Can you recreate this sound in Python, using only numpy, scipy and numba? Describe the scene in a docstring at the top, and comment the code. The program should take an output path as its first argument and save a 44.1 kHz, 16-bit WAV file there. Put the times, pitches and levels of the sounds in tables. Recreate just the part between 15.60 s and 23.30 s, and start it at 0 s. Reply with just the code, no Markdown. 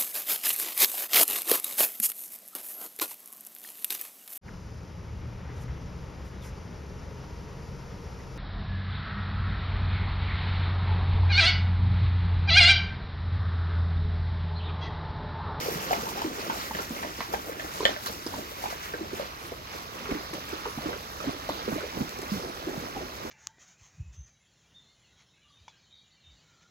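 """Water gurgles and splashes over a far rumble as two horses wade a shallow stony creek.
The bay and the grey, one upstream and one downstream, are heard from a third mount through a phone
that turns from one to the other. Each stride swells a swarm of ringing bubbles and drops. Hooves plop
as air pockets close behind them, leave froth fizzing, knock loose stones and throw sheets of spray.
A few drops tick close by, and the banks return a short echo of the hits and the froth."""
import sys
import numpy as np
from scipy import signal
from scipy.fft import rfft, irfft
from scipy.io import wavfile
from scipy.ndimage import map_coordinates
from numba import njit

SR = 44100
rng = np.random.default_rng(int(sys.argv[2]) if len(sys.argv) > 2 else 0)


def int16_out(signal):
    """Quantize to a 16-bit WAV file."""
    q = np.round(np.clip(np.atleast_2d(signal).T, -1, 1) * 32767)
    wavfile.write(sys.argv[1], SR, q.astype(np.int16))


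N = 339570


def undb(db):
    """Decibels to gain."""
    return 10 ** (np.asarray(db) / 20)


def eq_db(curve, hz, column=1):
    """An EQ curve read on a log-frequency axis."""
    points = np.array(curve, float)
    return np.interp(np.log(np.maximum(hz, 1)), np.log(points[:, 0]), points[:, column])


def automation(table, s):
    """The lanes of an automation table at times s."""
    t, *lanes = np.transpose(table)
    return [np.interp(s, t, lane) for lane in lanes]


@njit
def ring(n, start, lag, omega, fade, rise, glide, left, right):
    """Damped sines with a soft onset and a pitch glide; the left channel is offset by lag samples."""
    out = np.zeros((2, n + 200))
    for k in range(len(start)):
        phasor, soft = 1 + 0j, 1.
        step = np.exp(1j * omega[k] - fade[k])
        bend = np.exp(1j * omega[k] * glide[k] * fade[k] / 7)
        at_left, at_right = start[k] + 50 + lag[k], start[k] + 50
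        for i in range(min(int(5 / fade[k]), n - start[k])):
            phasor, step, soft = phasor * step, step * bend, soft * rise[k]
            out[0, at_left + i] += left[k] * (1 - soft) * phasor.imag
            out[1, at_right + i] += right[k] * (1 - soft) * phasor.imag
    return out[:, 50:n + 50]


def grains(s, db, hz, t60, bearing, glide, attack_cycles):
    """Panned pings whose pitch bends by the share glide over t60; the far port is later and shaded."""
    port_gap_ms, shade_db = .47, 1.5
    hz, side = np.clip(hz, 20, .45 * SR), np.sin(np.radians(bearing))
    s, db, hz, t60, side, glide = np.broadcast_arrays(s, db, hz, t60, side, glide)
    lag = np.round(side * port_gap_ms * SR / 1000).astype(int)
    fade = np.log(1000) / (np.maximum(t60, 1e-4) * SR)
    rise = np.exp(-hz / (attack_cycles * SR))
    left, right = undb(db - shade_db * side / 2), undb(db + shade_db * side / 2)
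    return ring(N, (s * SR).astype(int), lag, 2 * np.pi * hz / SR, fade, rise, 1. * glide, left, right)


# Pan automation as the phone turns: t/s, bearing of the bay/deg, the grey's share of the stirred water
PHONE_TURN = [(0, -58.5, 0.061), (3.2, -77.5, 0.19), (4.4, -23.5, 0.76), (6.3, -28, 1), (7.7, -28, 0.81)]
GREY_DEG, MOUNT_DEG, WAKE_WIDTH_DEG = 71, 6, 24


def hoof_bearing(s, horse):
    """Pan in degrees at times s for horse 0 (the bay), 1 (the grey) or 2 (the mount under the phone)."""
    bay = 0.87 * automation(PHONE_TURN, s)[0]  # its hooves lie nearer the middle than its wake
    return np.choose(np.rint(horse).astype(int), [bay, GREY_DEG, MOUNT_DEG])


def swarm(colour, count, cycles, scatter_db, off_banks, patchy_db):
    """A unit-RMS bed of bubbles or drops; some come off the banks, the rest from the bay or the grey."""
    when, pitch, stray, pan, size, length, horse = rng.random((count, 7)).T
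    s = when * N / SR
    low_hz, high_hz = colour[0][0], colour[-1][0]
    hz = low_hz * (high_hz / low_hz) ** pitch
    bay_deg, grey_share = automation(PHONE_TURN, s)
    wake = np.where(horse < grey_share, GREY_DEG, bay_deg + WAKE_WIDTH_DEG * (pan - .5))
    loose = stray < off_banks * (hz / low_hz) ** .5  # finer drops fly wider
    bearing = np.where(loose, 360 * pan, wake)
    # the colour shifts nine times a second
    patches = map_coordinates(rng.standard_normal((200, 9)), [9 * s, 8 * pitch], order=1)
    # high grains are shorter and spread thinner, so their size rises with pitch
    db = eq_db(colour, hz) + 20 * np.log10(hz) - scatter_db * np.log(size) + patchy_db * patches
    bed = grains(s, db, hz, cycles * (.5 + length) / hz, bearing, glide=0.31, attack_cycles=0.51)
    return bed / np.sqrt(np.mean(bed ** 2))


# The water between strides: t/s, gurgle level/dB, splash level/dB, spray level/dB
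CALM_WATER = [(0, -36, -34.5, -40), (1, -41, -44, -45), (1.9, -71, -42.5, -49.5), (2.6, -46.5, -42, -46),
              (3.102, -52, -43, -47.5), (3.4, -43, -42, -54), (4, -47.5, -43, -55.5),
              (4.801, -45.5, -41, -50.5), (5.5, -45, -41, -50.5), (6.1, -44, -39, -50.5),
              (7, -44.5, -41, -52), (7.7, -45, -42.5, -53.5)]
# A leg drags through the water: t/s of the fullest swell, gurgle level/dB, splash level/dB, spray level/dB
LEG_DRAGS = [(.08, -47, -52, -54), (.2, -47, -60, -47), (.32, -42, -36.5, -47), (.45, -49, -41.5, -54),
             (.6, -44, -36, -48.5), (.8, -47, -38, -47), (.91, -39, -39, -53), (1.01, -48.5, -36.5, -41),
             (1.19, -39, -37, -43.5), (1.36, -42, -42, -45), (1.46, -38.5, -42, -59),
             (1.61, -46, -39.5, -52), (1.75, -39, -46, -62), (1.89, -39, -53, -51),
             (2.032, -43, -43, -49.5), (2.17, -40.5, -39.5, -44), (2.28, -36.5, -34.5, -55),
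             (2.47, -40.5, -42, -44), (2.76, -39.5, -43, -48), (3.03, -43, -41.5, -48),
             (3.11, -42, -44, -52), (3.24, -61, -41, -48), (3.6, -41, -40.5, -49), (3.85, -47.5, -47, -51),
             (4.16, -46, -40.5, -52.5), (4.4, -44.5, -43.5, -54), (4.55, -37.5, -42, -65),
             (4.76, -42, -60, -63), (4.93, -43, -40.5, -56), (5.06, -50, -44, -63),
             (5.27, -39.5, -39.5, -52), (5.67, -36.5, -41, -68), (5.97, -42.5, -47, -57),
             (6.135, -37.5, -44, -48), (6.375, -37, -45, -51), (6.55, -45, -61, -65),
             (6.75, -43.5, -40.5, -49), (6.85, -39, -48, -62), (7.09, -38, -57, -64),
             (7.165, -40.5, -54, -60), (7.24, -40, -42.5, -54), (7.39, -36.5, -46, -62),
             (7.66, -42, -48, -58)]


def stride_envelopes():
    """Gains of gurgle, splash and spray: each stride swells over the calm water, then ebbs more slowly."""
    swell_s, ebb_s = 0.05, 0.062
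    s, *peaks = np.transpose(LEG_DRAGS)
    t = np.arange(N) / SR
    after = t - s[:, None]
    swell = np.exp(-(after / np.where(after < 0, swell_s, ebb_s)) ** 2)
    floors = automation(CALM_WATER, t)
    return [np.sqrt(undb(peak) ** 2 @ swell + undb(floor) ** 2) for peak, floor in zip(peaks, floors)]


# Spectra of the low gurgle, the mid splash and the fine spray: f/Hz, relative level/dB
GURGLE_EQ = [(110, -6), (170, 0.5), (250, 1.5), (450, 2), (800, -4), (1200, -35)]
SPLASH_EQ = [(700, 1.5), (1200, 6.5), (2200, 3.5), (3200, -4.5), (5000, -9), (7500, -4)]
SPRAY_EQ = [(6500, 9), (9000, -1), (12000, -7), (16000, -2.5)]


def wading_water():
    """Legs stir three beds of bubbles and drops; thrown sheets of spray lift the upper two."""
    gurgle = swarm(GURGLE_EQ, count=9000, cycles=12.2, scatter_db=1.56, off_banks=0.14, patchy_db=2.0)
    splash = swarm(SPLASH_EQ, count=100000, cycles=14.6, scatter_db=1.55, off_banks=0.24, patchy_db=1.5)
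    spray = swarm(SPRAY_EQ, count=80000, cycles=18.0, scatter_db=-2.0, off_banks=0.73, patchy_db=2.5)
    gurgle_gain, splash_gain, spray_gain = stride_envelopes()
    sheets = sheet_envelope()
    splash_gain = splash_gain + 0.49 * sheets
    spray_gain = spatter() * spray_gain + 0.41 * sheets
    return gurgle_gain * gurgle + splash_gain * splash + spray_gain * spray


def spatter(depth_db=2, rate_hz=40):
    """A fluttering gain: the falling drops come in quick uneven showers."""
    flutter = np.interp(np.arange(N) / SR * rate_hz, np.arange(400), rng.standard_normal(400))
    return undb(depth_db * flutter)


# Spectrum of the far rumble: f/Hz, relative level/dB
RUMBLE_EQ = [(20, -23), (35, -1), (65, 4.5), (110, -2.5), (200, -14), (400, -19), (900, -34.5)]


def rumble(level_db=-46, width=.27):
    """Low noise from far along the valley, nearly alike at both ports."""
    hz = np.arange(N // 2 + 1) * SR / N
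    mid, side = (rfft(rng.standard_normal(N)) for _ in range(2))
    stereo = mid + width * side * np.array([[1], [-1]])
    out = irfft(undb(eq_db(RUMBLE_EQ, hz)) * stereo, N)
    return out / np.sqrt(np.mean(out ** 2)) * undb(level_db)


# Air pockets closing behind a hoof: t/s, level/dB, f/Hz, t60/s, swell/cycles, horse
AIR_POCKETS = [(0.06, -27, 516, 0.12, 0.52, 0), (0.085, -15, 473, 0.039, 0.44, 0),
               (0.156, -22, 169, 0.11, 0.52, 0), (0.31, -17, 742, 0.15, 0.5, 0),
               (0.331, -9, 747, 0.024, 0.2, 0), (0.377, -22.5, 242, 0.064, 0.32, 0),
               (0.436, -20, 480, 0.026, 1, 0), (0.469, -19, 970, 0.016, 0.76, 0),
               (0.575, -19.5, 818, 0.047, 2.06, 0), (0.619, -12, 990, 0.012, 0.78, 0),
               (0.651, -10, 343, 0.054, 1.83, 0), (0.675, -24, 268, 0.13, 0.69, 0),
               (0.785, -22.5, 436, 0.03, 0.56, 0), (0.893, -28, 250, 0.066, 0.86, 0),
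               (0.902, -7, 945, 0.02, 3.6, 0), (1.107, -30, 240, 0.057, .4, 2),
               (1.111, -18, 936, 0.022, 1.4, 2), (1.15, -21.5, 195, 0.053, 0.83, 0),
               (1.195, -21, 500, 0.023, 0.53, 0), (1.307, -19.5, 251, 0.048, .4, 2),
               (1.428, -22, 1010, 0.02, .4, 0), (1.448, -22.5, 633, 0.036, 0.25, 0),
               (1.59, -26.5, 255, 0.038, 0.44, 2), (1.606, -19.5, 1090, 0.016, 0.35, 2),
               (1.741, -6.5, 825, 0.023, 2.2, 0), (1.739, -16.5, 470, 0.04, 1.5, 0),
               (1.875, -30, 322, 0.046, 0.96, 0), (1.896, -17.5, 507, 0.032, 1.14, 0),
               (2.047, -20.5, 413, 0.019, 0.42, 0), (2.205, -17.5, 450, 0.042, 0.78, 2),
               (2.206, -21.5, 1015, 0.029, 0.73, 2), (2.23, -17.5, 440, 0.0414, 0.64, 2),
               (2.256, -14.5, 565, 0.056, 0.57, 0), (2.292, -14, 695, 0.013, 0.43, 0),
               (2.6645, -17, 350, 0.028, 0.37, 2), (2.74, -22, 950, 0.017, 1.05, 2),
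               (2.784, -26, 292, 0.038, 0.3, 0), (2.919, -26.5, 533, 0.023, 0.4, 0),
               (3.04, -15, 825, 0.013, 0.64, 0), (3.059, -12, 850, 0.018, 1.46, 1),
               (3.127, -21, 690, 0.02, 0.44, 0), (3.341, -19, 496, 0.026, 0.47, 0),
               (3.412, -20, 352, 0.066, 0.63, 0), (3.532, -19.5, 374, 0.033, 0.42, 1),
               (3.598, -18.5, 576, 0.047, 0.33, 0), (3.921, -20, 500, 0.023, 0.61, 0),
               (4.149, -26, 440, 0.03, 0.29, 1), (4.498, -13, 422, 0.048, 3.5, 0),
               (4.518, -7.5, 279, 0.032, 1.34, 1), (4.556, -14.5, 320, 0.06, 2.4, 1),
               (4.736, -22, 353, 0.046, 1.37, 0), (4.932, -14.5, 390, 0.03, 1.34, 1),
               (5.058, -15.5, 950, 0.016, 1.65, 0), (5.066, -25.5, 442, 0.084, 0.42, 0),
               (5.178, -16, 244, 0.032, 0.67, 0), (5.259, -16.5, 310, 0.054, 0.5, 1),
               (5.291, -11, 404, 0.019, 1.53, 1), (5.643, -22, 547, 0.021, .4, 0),
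               (5.679, -11, 280, 0.0707, 2.17, 1), (5.8925, -8.5, 670, 0.016, 0.99, 0),
               (5.904, -23.5, 300, 0.062, 0.45, 0), (6.079, -14.5, 431, 0.036, 0.49, 1),
               (6.082, -20.5, 231, 0.081, 0.6, 1), (6.126, -16.5, 266, 0.048, 0.56, 1),
               (6.162, -18.5, 330, 0.037, 0.39, 1), (6.183, -19, 650, 0.036, 2.6, 0),
               (6.232, -22, 427, 0.032, 0.29, 0), (6.242, -17, 503, 0.033, 1.37, 0),
               (6.374, -14, 265, 0.034, 1.2, 1), (6.408, -13, 249, 0.07, 0.6, 1),
               (6.63, -23, 360, 0.032, 0.44, 0), (6.719, -19, 205, 0.19, 0.32, 1),
               (6.772, -16, 294, 0.036, 1.77, 1), (6.797, -25.5, 522, 0.057, 1.5, 0),
               (6.847, -25.5, 460, 0.03, 0.49, 0), (7.073, -15.5, 350, 0.073, 1.57, 0),
               (7.088, -21.5, 263, 0.076, 1.2, 1), (7.13, -23, 370, 0.065, 2.7, 1),
               (7.177, -22, 177, 0.068, 0.47, 1), (7.225, -27, 266, 0.13, 1.47, 1),
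               (7.367, -28.5, 797, 0.082, .4, 0), (7.651, -24.5, 326, 0.029, 0.36, 1)]


def hoof_plops():
    """Each pocket rings and sags in pitch as it deepens; the slap that opens it scatters short bubbles."""
    thump_db, bubble_db = -10, -14
    s, db, hz, t60, swell, horse = np.transpose(AIR_POCKETS)
    bearing = hoof_bearing(s, horse)
    out = grains(s - swell / hz, db, hz, t60, bearing, glide=-0.238, attack_cycles=np.maximum(swell, .05))
    db = db - 2 * swell  # a slow swell never reaches its full size
    # the dull push of the hoof itself
    out += grains(s, db + thump_db, 0.49 * hz, 5.2 / hz, bearing, glide=0, attack_cycles=0.49)
    for delay, pitch in rng.random((len(s), 8, 2)).transpose(1, 2, 0):
        bubble_hz = hz * 2 ** (2.97 * pitch - .9)
        out += grains(s + .3 * t60 * delay, db + bubble_db - 2.9 * pitch, bubble_hz, 11.4 / bubble_hz,
                      bearing, glide=0.58, attack_cycles=0.058)
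    return out


# Froth left fizzing where a hoof went in: t/s, level/dB, f/Hz, t60/s of the patch, horse
FROTH_PATCHES = [(0.199, -42, 2530, 0.53, 0), (0.791, -51, 4200, .4, 0), (.995, -49, 4230, .3, 0),
                 (1.001, -40.5, 1870, 1.06, 0), (1.36, -42.5, 1960, 0.41, 0), (4.44, -47.5, 1230, 0.78, 0),
                 (4.598, -50, 4500, 0.58, 0), (5.895, -43.5, 4060, 1.5, 0), (6.7, -49, 4750, .7, 1)]


def froth(bubbles=500, spread_octaves=0.13, cycles=30):
    """Each patch of bubbles, all of about one size, starts at once and thins away."""
    s, db, hz, t60, horse = np.transpose(FROTH_PATCHES)[..., None]
    delay, size, pan = rng.random((len(s), 3, bubbles)).transpose(1, 0, 2)
    wait = .4 * t60 * delay
    bubble_hz = (hz * 2 ** (spread_octaves * rng.standard_normal(wait.shape))).ravel()
    bubble_db = db - 60 * wait / t60 - 2.54 * np.log(size)
    bearing = hoof_bearing(s, horse) + WAKE_WIDTH_DEG * (pan - .5)
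    return grains((s + wait).ravel(), bubble_db.ravel(), bubble_hz, cycles / bubble_hz,
                  bearing.ravel(), glide=0.33, attack_cycles=0.56)


# Hoof on stone: t/s, level/dB, f/Hz, muffling by water/(dB per octave), horse
STONE_HITS = [(0.308, -32, 1380, -1.5, 0), (0.331, -25.5, 2160, 13, 0), (0.898, -26.5, 1430, 9, 0),
              (1.1492, -29, 1720, 9.5, 0), (1.189, -26, 1420, 16, 0), (1.432, -30.5, 1870, 11, 0),
              (1.606, -30.5, 1950, 8.5, 2), (1.741, -30, 1500, 8.5, 0), (1.922, -35, 1730, 10, 0),
              (1.9967, -29, 1770, 8, 0), (2.2533, -13.5, 1766, 0, 0), (2.3631, -28.5, 1630, 24.5, 0),
              (2.472, -33.5, 4230, 7, 0), (2.665, -33.5, 4700, -1.5, 2), (3.3376, -27, 1530, 24.5, 0),
              (4.4564, -36, 1300, 9, 0), (4.5092, -33.5, 2200, 13.5, 1), (5.0546, -31.5, 1320, 4, 0),
              (5.3297, -30, 1570, 9, 0), (5.603, -35, 1350, 2, 0), (5.891, -39, 3800, 1.5, 0),
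              (6.2064, -33.5, 1480, 13, 0)]
# Modes of a loose stone: ratio to the hit's pitch, relative level/dB
STONE_MODES = [(0.361, -6.5), (1, 0.5), (1.12, -6), (1.5, -6.5), (1.94, 8), (2.9, -7), (4.001, 13)]


def stone_knocks(crack_t60=0.0096, ring_cycles=27):
    """The blow and two quick, duller rebounds ring the modes of a loose stone."""
    s, db, hz, muffle, horse = np.transpose(STONE_HITS)
    bearing = hoof_bearing(s, horse)
    out = np.zeros((2, N))
    # the first contact cracks across the treble; under water it is a longer, duller crunch
    crunch_s = 0.0014 + .00018 * np.abs(muffle)
    for delay, pitch in rng.random((len(s), 7, 2)).transpose(1, 2, 0):
        crack_db, crack_hz = db - 1 - 1.1 * muffle * pitch, hz * 0.966 * 2.02 ** pitch
        out += grains(s + crunch_s * delay, crack_db, crack_hz, crack_t60, bearing,
                      glide=0, attack_cycles=0.065)
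    for wait_s, bounce_db, dull_db_per_octave in [(0, 6, 10), (.0045, 4, 43), (.0095, 1.5, 14)]:
        for ratio, mode_db in STONE_MODES:
            detune = 1 + .035 * rng.standard_normal(len(s))
            ring_db = db + mode_db + bounce_db - (dull_db_per_octave + muffle) * max(np.log2(ratio), 0)
            t60 = ring_cycles / hz / ratio ** 0.67
            out += grains(s + wait_s, ring_db, hz * ratio * detune, t60, bearing,
                          glide=0, attack_cycles=0.34)
    return out


# Sheets of spray thrown up as a leg breaks the surface: t/s, level/dB
SPRAY_SHEETS = [(0.3331, -43), (0.408, -36), (0.4863, -38), (1.6057, -41), (1.727, -32.5), (2.252, -33),
                (2.46, -28.5), (2.6638, -44), (3.02, -42), (3.102, -40), (3.2261, -41), (4.5096, -41),
                (4.734, -38), (5.89, -43)]


def sheet_envelope(attack_s=0.00037, t60=0.14):
    """Gain of the thrown spray: a sharp attack, then a tail as it rains back."""
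    s, db = np.transpose(SPRAY_SHEETS)
    after = np.maximum(np.arange(N) / SR - s[:, None], 0)
    return np.sum(undb(db[:, None] - 60 * after / t60) * (1 - np.exp(-after / attack_s)), axis=0)


# Single drops landing close to the phone: t/s, level/dB
CLOSE_DROPS = [(1.223, -39), (1.295, -39), (4.739, -40), (6.4934, -37), (6.5895, -40), (6.6185, -39),
               (6.6235, -42)]


def drop_ticks():
    """A landing drop clicks: three very short pings across the treble."""
    s, db = np.transpose(CLOSE_DROPS)
    return sum(grains(s, db + tone_db, hz, t60=0.0021, bearing=-40, glide=0, attack_cycles=0.18)
               for hz, tone_db in [(5600., -8), (7600., 19.0), (10500., 0)])


def bank_echo(send, level_db=-7.5, t60=0.17, predelay_s=.006):
    """Short scattered echo from the banks and trees: mono in the bass, wide above."""
    t = np.arange(int(.4 * SR)) / SR
    mid, side = rng.standard_normal((2, len(t))) * undb(-60 * t / t60) * (t > predelay_s)
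    side = signal.sosfilt(signal.butter(2, 500, "high", fs=SR, output="sos"), side)
    tail = np.array([mid + side, mid - side]) / np.sqrt(2 * np.sum(mid ** 2))
    return undb(level_db) * signal.fftconvolve(send, tail, axes=1)[:, :N]


def scene():
    """Hits and froth with their echo, over the wading water and the rumble."""
    hits = hoof_plops() + froth() + stone_knocks() + drop_ticks()
    return wading_water() + hits + bank_echo(hits) + rumble()


# Colour of the phone's two microphone ports: f/Hz, left level/dB, right level/dB
PORT_EQ = [(50, -4.5, -4), (152, -4, -1), (770, -0.5, -0.5), (1130, -0.5, 4), (1710, -4.5, -2),
           (2470, -4, -1), (3600, 1, 4.5), (5730, 1.5, 5.5), (6950, -4.5, -10), (8600, -7.5, -18),
           (11400, 4.5, -2), (12500, 8.5, 0), (14300, 4, 0.5), (15400, 4, -11)]


def record(dry, low_cut_hz=35, high_cut_hz=15900):
    """Each port has its own colour; the deepest bass and the top are cut."""
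    hz = np.arange(N // 2 + 1) * SR / N
    port_gains = undb([eq_db(PORT_EQ, hz, column=1), eq_db(PORT_EQ, hz, column=2)])
    coloured = irfft(rfft(dry) * port_gains, N)
    coloured = signal.sosfilt(signal.butter(2, low_cut_hz, "high", fs=SR, output="sos"), coloured)
    return signal.sosfilt(signal.ellip(10, .2, 70, high_cut_hz, fs=SR, output="sos"), coloured)


dry = scene()
out = record(dry)
int16_out(out)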